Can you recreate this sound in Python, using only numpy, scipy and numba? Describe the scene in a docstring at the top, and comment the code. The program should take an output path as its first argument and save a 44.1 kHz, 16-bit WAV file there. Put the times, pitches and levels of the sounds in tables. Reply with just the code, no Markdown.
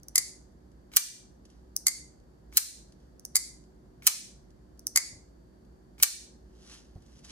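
"""A folding knife is swung shut and flicked open four times, close to a phone in a small room.
Opening, the blade hits its stop and the lock snaps in; closing, the lock clicks free and the blade
slaps the handle and bounces. Each hit is a short rattle plus ringing tones that the grip soon damps.
Fingers tap and rub the handle, it bumps the palm, and a fan hums behind.
The phone turns its volume down at each loud snap."""
import sys
import numpy as np
from scipy import signal
from scipy.fft import rfft, irfft
from scipy.io import wavfile
from scipy.ndimage import uniform_filter1d
from numba import njit

SR = 44100
rng = np.random.default_rng(int(sys.argv[2]) if len(sys.argv) > 2 else 0)


def dump(signal):
    """Clip the signal to [-1, 1] and save it as 16-bit WAV at the path in sys.argv[1]."""
    limited = np.clip(np.atleast_2d(signal).T, -1, 1)
    pcm = np.round(limited * 32767).astype(np.int16)
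    wavfile.write(sys.argv[1], SR, pcm)


N = 322360
LOCK_LAG_S = .0051  # from the blade hitting its stop to the lock snapping in

# Tones of the soft knock as the blade breaks free: pitch_hz, level_db, ring_s (time to fade by 60 dB)
KNOCK_TONES = [(2200, 1.5, .05), (2350, 1.5, .06), (4030, -3.5, .06)]
# Tones of the open knife: pitch_hz, level_db, ring_s
OPEN_TONES = [(2310, -5.5, .08), (3702, -14, .12), (4200, 2.5, 0.18), (4450, -8.5, 0.35), (4650, -5, 0.089),
              (6070, 0, 0.52), (6540, 2.5, 0.35), (6550, 0.5, 0.39), (8800, -5.5, 0.3), (8650, -6, .3),
              (9060, -7, .15), (12000, -7.5, .15), (12900, 7, 0.06)]
# How strong the opening rattle and hiss are from low to high: pitch_hz, level_db
OPEN_RATTLE = [(200, -49.5), (600, -30), (1000, -15), (1550, -6.5), (2300, -8), (3500, -5.5), (4100, -1.5),
               (5500, 1), (8500, 1), (11500, -2.5), (14000, 1.5), (15500, 0), (16500, -18)]
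# Flicks, timed at the blade's stop. More tilt is brighter; the free tone rings on afterwards:
# hit_s, release_db, ball_db, stop_db, lock_db, tilt_db_per_octave, free_tone_hz, free_tone_db
FLICKS = [(0.963, -44, -32.5, -12.5, 5, 1, 4170, -40), (2.5714, -40, -57, 3, -2.5, 0.5, 6260, -40),
          (4.0685, -41, -46, 1, 1, -1.15, 6330, -37), (6.027, -46, -31, -1, 3, 0.4, 4120, -44.5)]

def flick_open(swing_s=.046, ball_lead_s=.0272, seat_lag_s=.008):
    """The blade breaks free with a soft knock, swings out and hits its stop; the lock snaps in."""
    soft, hard = [], []
    for s, release_db, ball_db, stop_db, lock_db, tilt, *_ in FLICKS:
        soft += [(s - swing_s, release_db, -3.5),
                 (s - ball_lead_s, ball_db, -2)]  # the ball that held the blade shut rides onto it
        hard += [(s, stop_db, tilt + 3.5),
                 (s + LOCK_LAG_S, lock_db, tilt + 1),
                 (s + seat_lag_s, lock_db - 10.5, tilt - 3.5)]  # the lock settles into its seat
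    knocks = hits(soft, SKIN_NOISE, KNOCK_TONES, gain_db=-10, body_db=-5.5, grip_s=.042, ring_db=-43.5,
                  rise_s=.00071, rattle_s=.02)
    hiss = lead_in_hiss(FLICKS, OPEN_RATTLE, level_db=-44.5, lead_s=swing_s, growth_db=16.5)
    snaps = hits(hard, OPEN_RATTLE, OPEN_TONES, gain_db=3, body_db=-17, grip_s=.029, ring_db=-43.5)
    return knocks + hiss + blade_ring() + snaps

def blade_ring(ring_s=.24):
    """Each grip leaves one tone of the open blade free to ring on after the lock snaps."""
    out, t = np.zeros(N), np.arange(int(ring_s * SR)) / SR
    for s, *_, hz, db in FLICKS:
        add(out, s + LOCK_LAG_S, undb(db) * fade(t, ring_s) * np.sin(2 * np.pi * hz * t))
    return out

# Tones of the lock: pitch_hz, level_db, ring_s
LOCK_TONES = [(4120, -17, 0.17), (6000, -2, .15), (6400, -4, .15), (9810, -5.5, .1), (10400, -10.5, 0.081),
              (13400, 1, .08), (15800, 0.5, .08)]
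# The lock's rattle from low to high: pitch_hz, level_db
LOCK_RATTLE = [(300, -24), (2000, -23), (3400, -29), (4800, -5.5), (5900, 6), (7400, -12), (8700, -3.5),
               (11000, -6.5), (13000, -9), (15000, -6.5), (16500, -8.5)]
# The lock bar being pressed or clicking free: start_s, level_db
LOCK_CLICKS = [(0.0328, -44), (0.084, -32.5), (1.7648, -13.5), (3.196, -43), (3.2515, -26), (4.794, -40),
               (4.869, -16)]

def unlock(firm_db=-12):
    """The lock bar is pressed and clicks free; a light press sounds duller than a firm click."""
    clicks = [(s, db, 3 + .1 * (db - firm_db)) for s, db in LOCK_CLICKS]
    return hits(clicks, LOCK_RATTLE, LOCK_TONES, gain_db=-2.5, body_db=-9, grip_s=.0041, ring_db=-58.5,
                rise_s=.00029, rattle_s=.0039)

# Tones of the shut knife: pitch_hz, level_db, ring_s
SHUT_TONES = [(2055, -3, .05), (2148, -4.5, .06), (4500, 1.5, 0.45), (4680, 4, 0.2), (4800, -1.5, .2),
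              (6660, 1.5, 0.12), (6420, -3.5, .12), (8170, -3, .18), (10600, -5, 0.13), (10540, 3.5, .1),
              (10200, -0.5, .08), (14400, -7, .06)]
# The closing rattle and hiss from low to high: pitch_hz, level_db
SHUT_RATTLE = [(200, -37.5), (600, -20.5), (1100, -10), (1600, -12), (2100, -3.5), (2800, -20.5),
               (3500, -12.5), (4600, 0.5), (5500, 0.5), (6800, 5), (11500, -1.5), (15000, -7), (16300, -26)]
# The blade slapping the handle: hit_s, slap_db, bounce_after_s, bounce_db, tilt_db_per_octave
SLAPS = [(0.1567, 1.5, 0.023, 0.5, 2), (1.8679, 2, 0.014, -4.5, 2), (3.3558, 2, .0094, -0.5, 2.5),
         (4.9598, 2.5, 0.014, 1, 0.05)]

def swing_shut():
    """The blade swings in, slaps the handle and bounces once, a little duller."""
    slaps = []
    for s, slap_db, bounce_after_s, bounce_db, tilt in SLAPS:
        slaps += [(s, slap_db, tilt), (s + bounce_after_s, bounce_db, tilt - .5)]
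    hiss = lead_in_hiss(SLAPS, SHUT_RATTLE, level_db=-35.5, lead_s=.0075, growth_db=21)
    return hiss + hits(slaps, SHUT_RATTLE, SHUT_TONES, gain_db=-4.5, body_db=-12.5, grip_s=.027,
                       ring_db=-47.5, rattle_s=.014)

def hits(events, curve, tones, gain_db, body_db, grip_s, ring_db, rise_s=.0005, rattle_s=.0095):
    """Each (hit_s, level_db, tilt) rattles briefly and starts tones; the grip damps all but a trace."""
    out, t = np.zeros(N), np.arange(SR // 2) / SR
    hz, tone_db, ring_s = np.array(tones, float).T[:, :, None]
    damped = undb(body_db) * fade(t, grip_s * np.sqrt(hz.mean() / hz))  # fingers stop high tones first
    faint_ring = undb(ring_db) * fade(t, np.minimum(ring_s, .28))
    swell = 1 - np.exp(-(t / rise_s) ** 2)
    for s, db, tilt in events:
        rattle = colour(burst(swell * fade(t, 2 * rattle_s)), curve, tilt)
        rattle /= np.sqrt(np.sum(rattle ** 2) / (.002 * SR))  # as much energy as 2 ms at level 1
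        # every hit lands a little differently, and the grip shifts the pitches
        size, detune, phase = rng.standard_normal((3, len(tones), 1))
        strength = undb(tone_db + 2 * size + tilt * np.log2(hz / hz.mean()))
        waves = np.sin(2 * np.pi * (hz * (1 + .0047 * detune) * t + phase))
        ring = (strength * (damped + faint_ring) * waves).sum(0)
        add(out, s - rise_s, undb(db + gain_db) * (rattle + swell * ring))
    return out

def lead_in_hiss(events, curve, level_db, lead_s, growth_db):
    """A brief gritty hiss swells just before each hit."""
    swell, ramp = np.zeros(N), np.linspace(-1, 0, int(lead_s * SR))
    for s, *_ in events:
        add(swell, s - lead_s, undb(level_db + growth_db * ramp))
    grit = undb(2 * wander(370))
    return swell * grit * unit(colour(rng.standard_normal(N), curve, tilt=-3))

# Fingertips and nails on the knife: start_s, level_db
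FINGER_TAPS = [(1.4527, -45.5), (1.5004, -50.5), (2.9223, -48.5), (4.5047, -55), (6.9522, -59),
               (7.0628, -51.5), (7.1906, -47), (7.2474, -39)]

def finger_taps(tick_count=14):
    """Fingers tap the knife lightly, and the shifting grip makes faint ticks at random times."""
    ticks = [(when * N / SR, -63 + 9 * size) for when, size in rng.random((tick_count, 2))]
    taps = [(s, db, 3) for s, db in list(FINGER_TAPS) + ticks]
    return hits(taps, SKIN_NOISE, SHUT_TONES, gain_db=-7, body_db=-15.5, grip_s=.015, ring_db=-53,
                rise_s=.001, rattle_s=.02)

# The noise of skin on the knife, from low to high: pitch_hz, level_db
SKIN_NOISE = [(300, -20), (1000, -1), (2300, -2), (3500, 1), (6000, 5), (8000, -5), (10500, -6.5),
              (13000, -25), (16000, -28.5)]
# Strokes along the handle: firmest_s, level_db, swell_s, fade_s
RUBS = [(1.51, -71.5, .08, .25), (3.03, -75.5, .15, 0.18), (6.73, -50, .19, 0.15),
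        (7.181, -63.5, 0.33, 0.082), (7.248, -50.5, 0.016, 0.036), (7.305, -49.5, 0.061, .06)]

def finger_rubs(depth_db=23.5, roundness=1.04):
    """Skin slips over the textured handle in countless tiny steps; each stroke swells and dies away."""
    t, pressure = np.arange(N) / SR, np.zeros(N)
    for s, db, swell_s, fade_s in RUBS:
        from_peak = np.maximum((s - t) / swell_s, (t - s) / fade_s)
        pressure += undb(db - depth_db * from_peak ** roundness)
    slips = rng.standard_normal(N) * undb(2 * wander(710))
    return pressure * unit(colour(slips, SKIN_NOISE))

# The handle landing in the palm: start_s, level_db
PALM_BUMPS = [(5.122, -46), (5.157, -48), (6.956, -39.5)]

def palm_bumps(palm_hz=95, rise_s=.0055, ring_s=.1):
    """The handle drops into the palm with a dull thud: one low tone plus soft noise."""
    out, t = np.zeros(N), np.arange(SR // 4) / SR
    flesh_curve = [(50, -4.5), (130, 1.5), (300, -11.5), (900, -22), (3000, -56)]
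    envelope = 2 * (1 - np.exp(-t / rise_s)) * fade(t, ring_s)
    for s, db in PALM_BUMPS:
        flesh = undb(-5) * unit(colour(rng.standard_normal(len(t)), flesh_curve))
        add(out, s, undb(db) * envelope * (np.sin(2 * np.pi * palm_hz * t) + flesh))
    return out

def microphones(x, split_hz=6800, right_lead_samples=13, left_lead_samples=3):
    """The right microphone hears the highs first; the phone steers lower sounds slightly left."""
    t, hz = np.arange(SR // 100) / SR, np.fft.rfftfreq(N, 1 / SR)
    # hand and phone scatter the sound differently to each side, shifting the timing of each pitch
    paths = undb(-10) * np.array([burst(fade(t, .012)) for _ in range(2)])
    paths[:, 0] = 1
    left, right = rfft(x) * np.exp(1j * np.angle(rfft(paths, N)))
    highs = (1 + np.tanh((hz - split_hz) / 600)) / 2
    lag = highs * right_lead_samples - (1 - highs) * left_lead_samples
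    left = irfft(left * np.exp(-2j * np.pi * hz * lag / SR), N)
    left = colour(left, [(700, -7), (1800, 0), (3000, 1.5), (5500, -2.5), (9000, 0)])
    return np.array([left, irfft(right, N)])

# The room's echo from low to high: pitch_hz, level_db, ring_s
ROOM_ECHO = [(302, 4, .4), (1000, 1, 0.18), (2000, -3, 0.35), (4000, -5.5, 0.41), (7000, -6.5, 0.38),
             (10000, -4, 0.31), (12000, -11, .18), (13800, -9.5, .26), (15000, -23, .12), (16500, -27, .1)]

def room(x, tail_db=-13, build_s=.0018, wall_db=-16, wall_s=.0085, wall_fade_s=.0074):
    """A near wall sends back a quick echo, amid a wash of echoes whose highest pitches fade first."""
    t = np.arange(int(.8 * SR)) / SR
    hz = np.fft.rfftfreq(len(t), 1 / SR)
    noise = rfft(rng.standard_normal((2, len(t))))
    tail = 0
    for share, (_, db, ring_s) in zip(np.eye(len(ROOM_ECHO)), ROOM_ECHO):
        band = np.interp(hz, np.array(ROOM_ECHO)[:, 0], share)
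        tail = tail + undb(db) * irfft(noise * band, len(t)) * fade(t, ring_s)
    tail *= 1 - np.exp(-(t / build_s) ** 2)
    wall_envelope = (t > wall_s) * fade(abs(t - wall_s), wall_fade_s)
    wall = colour(rng.standard_normal((2, len(t))) * wall_envelope, ROOM_ECHO)
    echoes = (undb(tail_db) * unit(tail) + undb(wall_db) * unit(wall)) / np.sqrt(len(t))
    return signal.fftconvolve(x[None], echoes, axes=1)[:, :N]

# The fan's rush of air from low to high: pitch_hz, level_db
FAN_AIR = [(15, -55), (25, -29), (36, -16), (53, 1.5), (87, -11.5), (141, -8.5), (373, -14.5), (405, -21.5),
           (439, -18.5), (1370, -35.5), (1650, -34), (2500, -47.5), (3450, -45.5), (4030, -46),
           (4610, -40.5), (5300, -45), (7000, -45.5), (8300, -49), (14000, -53.5), (16000, -74)]
# Hum of the motor and its power supply: pitch_hz, level_db
FAN_HUM = [(59.8, -62), (140, -75), (192, -69.5), (237, -71.5), (299, -72.5), (329, -79), (373.5, -70),
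           (4549, -89.5)]

def fan(air_db=-57.5, waver_db=2, pan_db=-2):
    """Air rushes steadily under wavering motor tones; the bass is alike on both sides."""
    t, sides = np.arange(N) / SR, np.array([[1], [-1]])
    middle, width = (unit(colour(rng.standard_normal(N), FAN_AIR)) for _ in range(2))
    width = colour(width, [(60, -11), (170, -14.5), (350, -1.5), (700, 2), (8000, -.5)])
    hum = 0
    for hz, db in FAN_HUM:
        strength = np.sqrt(2) * undb(db + waver_db * wander(4.6))
        hum += strength * np.sin(2 * np.pi * hz * t + wander(6))
    return undb(air_db) * (middle + sides * width) + hum * undb(sides * pan_db)

def undb(db):
    """Turn decibels into a multiplier."""
    return 10 ** (np.asarray(db) / 20)

def unit(x):
    """Scale a sound to an average (rms) level of 1."""
    return x / np.sqrt(np.mean(x ** 2))

def fade(t, ring_s):
    """Die away by 60 dB every ring_s seconds."""
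    return np.exp(-np.log(1000) * t / ring_s)

def colour(x, curve, tilt=0):
    """Filter a sound by a (pitch_hz, level_db) curve; tilt brightens it, in dB per octave."""
    n, curve = x.shape[-1], np.array(curve, float)
    hz = np.fft.rfftfreq(n, 1 / SR)
    db = np.interp(np.log(hz + 1), np.log(curve[:, 0]), curve[:, 1])
    db += tilt * np.log2(np.maximum(hz / 6000, .1))
    # fold the filter forward in time so that nothing sounds before its hit
    folded = irfft(np.log(undb(db)), n)
    folded[1:n // 2] *= 2
    folded[n // 2 + 1:] = 0
    return irfft(rfft(x) * np.exp(rfft(folded)), n)

def add(track, s, sound):
    """Mix a sound in at s seconds."""
    i = max(int(s * SR), 0)
    track[..., i:i + sound.shape[-1]] += sound[..., :max(N - i, 0)]

def wander(rate_hz):
    """A random drift of about 1 either way, turning rate_hz times a second."""
    step = int(SR / rate_hz)
    steps = np.repeat(rng.standard_normal(N // step + 1), step)
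    return unit(uniform_filter1d(steps, step)[:N])

def burst(envelope, passes=3):
    """A puff of noise that follows the envelope and holds every pitch about equally."""
    x = rng.standard_normal(len(envelope)) * envelope
    for _ in range(passes):
        evened = irfft(np.exp(1j * np.angle(rfft(x))), len(x))
        x = evened * envelope ** (1 / passes)
    return x / np.linalg.norm(x)

def scene(hand_shade_db=-2):
    """Knife and hand over the fan; the hand shades the closing knife from the room."""
    opening = flick_open() + finger_taps() + finger_rubs()
    closing = unlock() + swing_shut()
    direct = microphones(opening + closing)
    return direct + room(opening + undb(hand_shade_db) * closing) + palm_bumps() + fan()

@njit
def hold_peaks(loudness, keep):
    """Jump up to each peak at once, then sink slowly."""
    out, held = np.empty(len(loudness)), 0.
    for i in range(len(loudness)):
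        held = max(loudness[i], held * keep)
        out[i] = held
    return out

def record(dry, threshold_db=-17, squeeze=.61, recover_s=.083, top_hz=16200):
    """The phone turns down at each snap and recovers, rounds off peaks and cuts the very top."""
    power = uniform_filter1d(np.mean(dry ** 2, axis=0), SR // 500)
    held = hold_peaks(np.sqrt(np.abs(power)), np.exp(-1 / (recover_s * SR)))
    gain = np.maximum(held / undb(threshold_db), 1) ** -squeeze
    rounded = 1.247 * np.tanh(dry * gain / 1.264)
    return signal.sosfilt(signal.ellip(8, .2, 70, top_hz, fs=SR, output="sos"), rounded)

dry = scene()
out = record(dry)
dump(out)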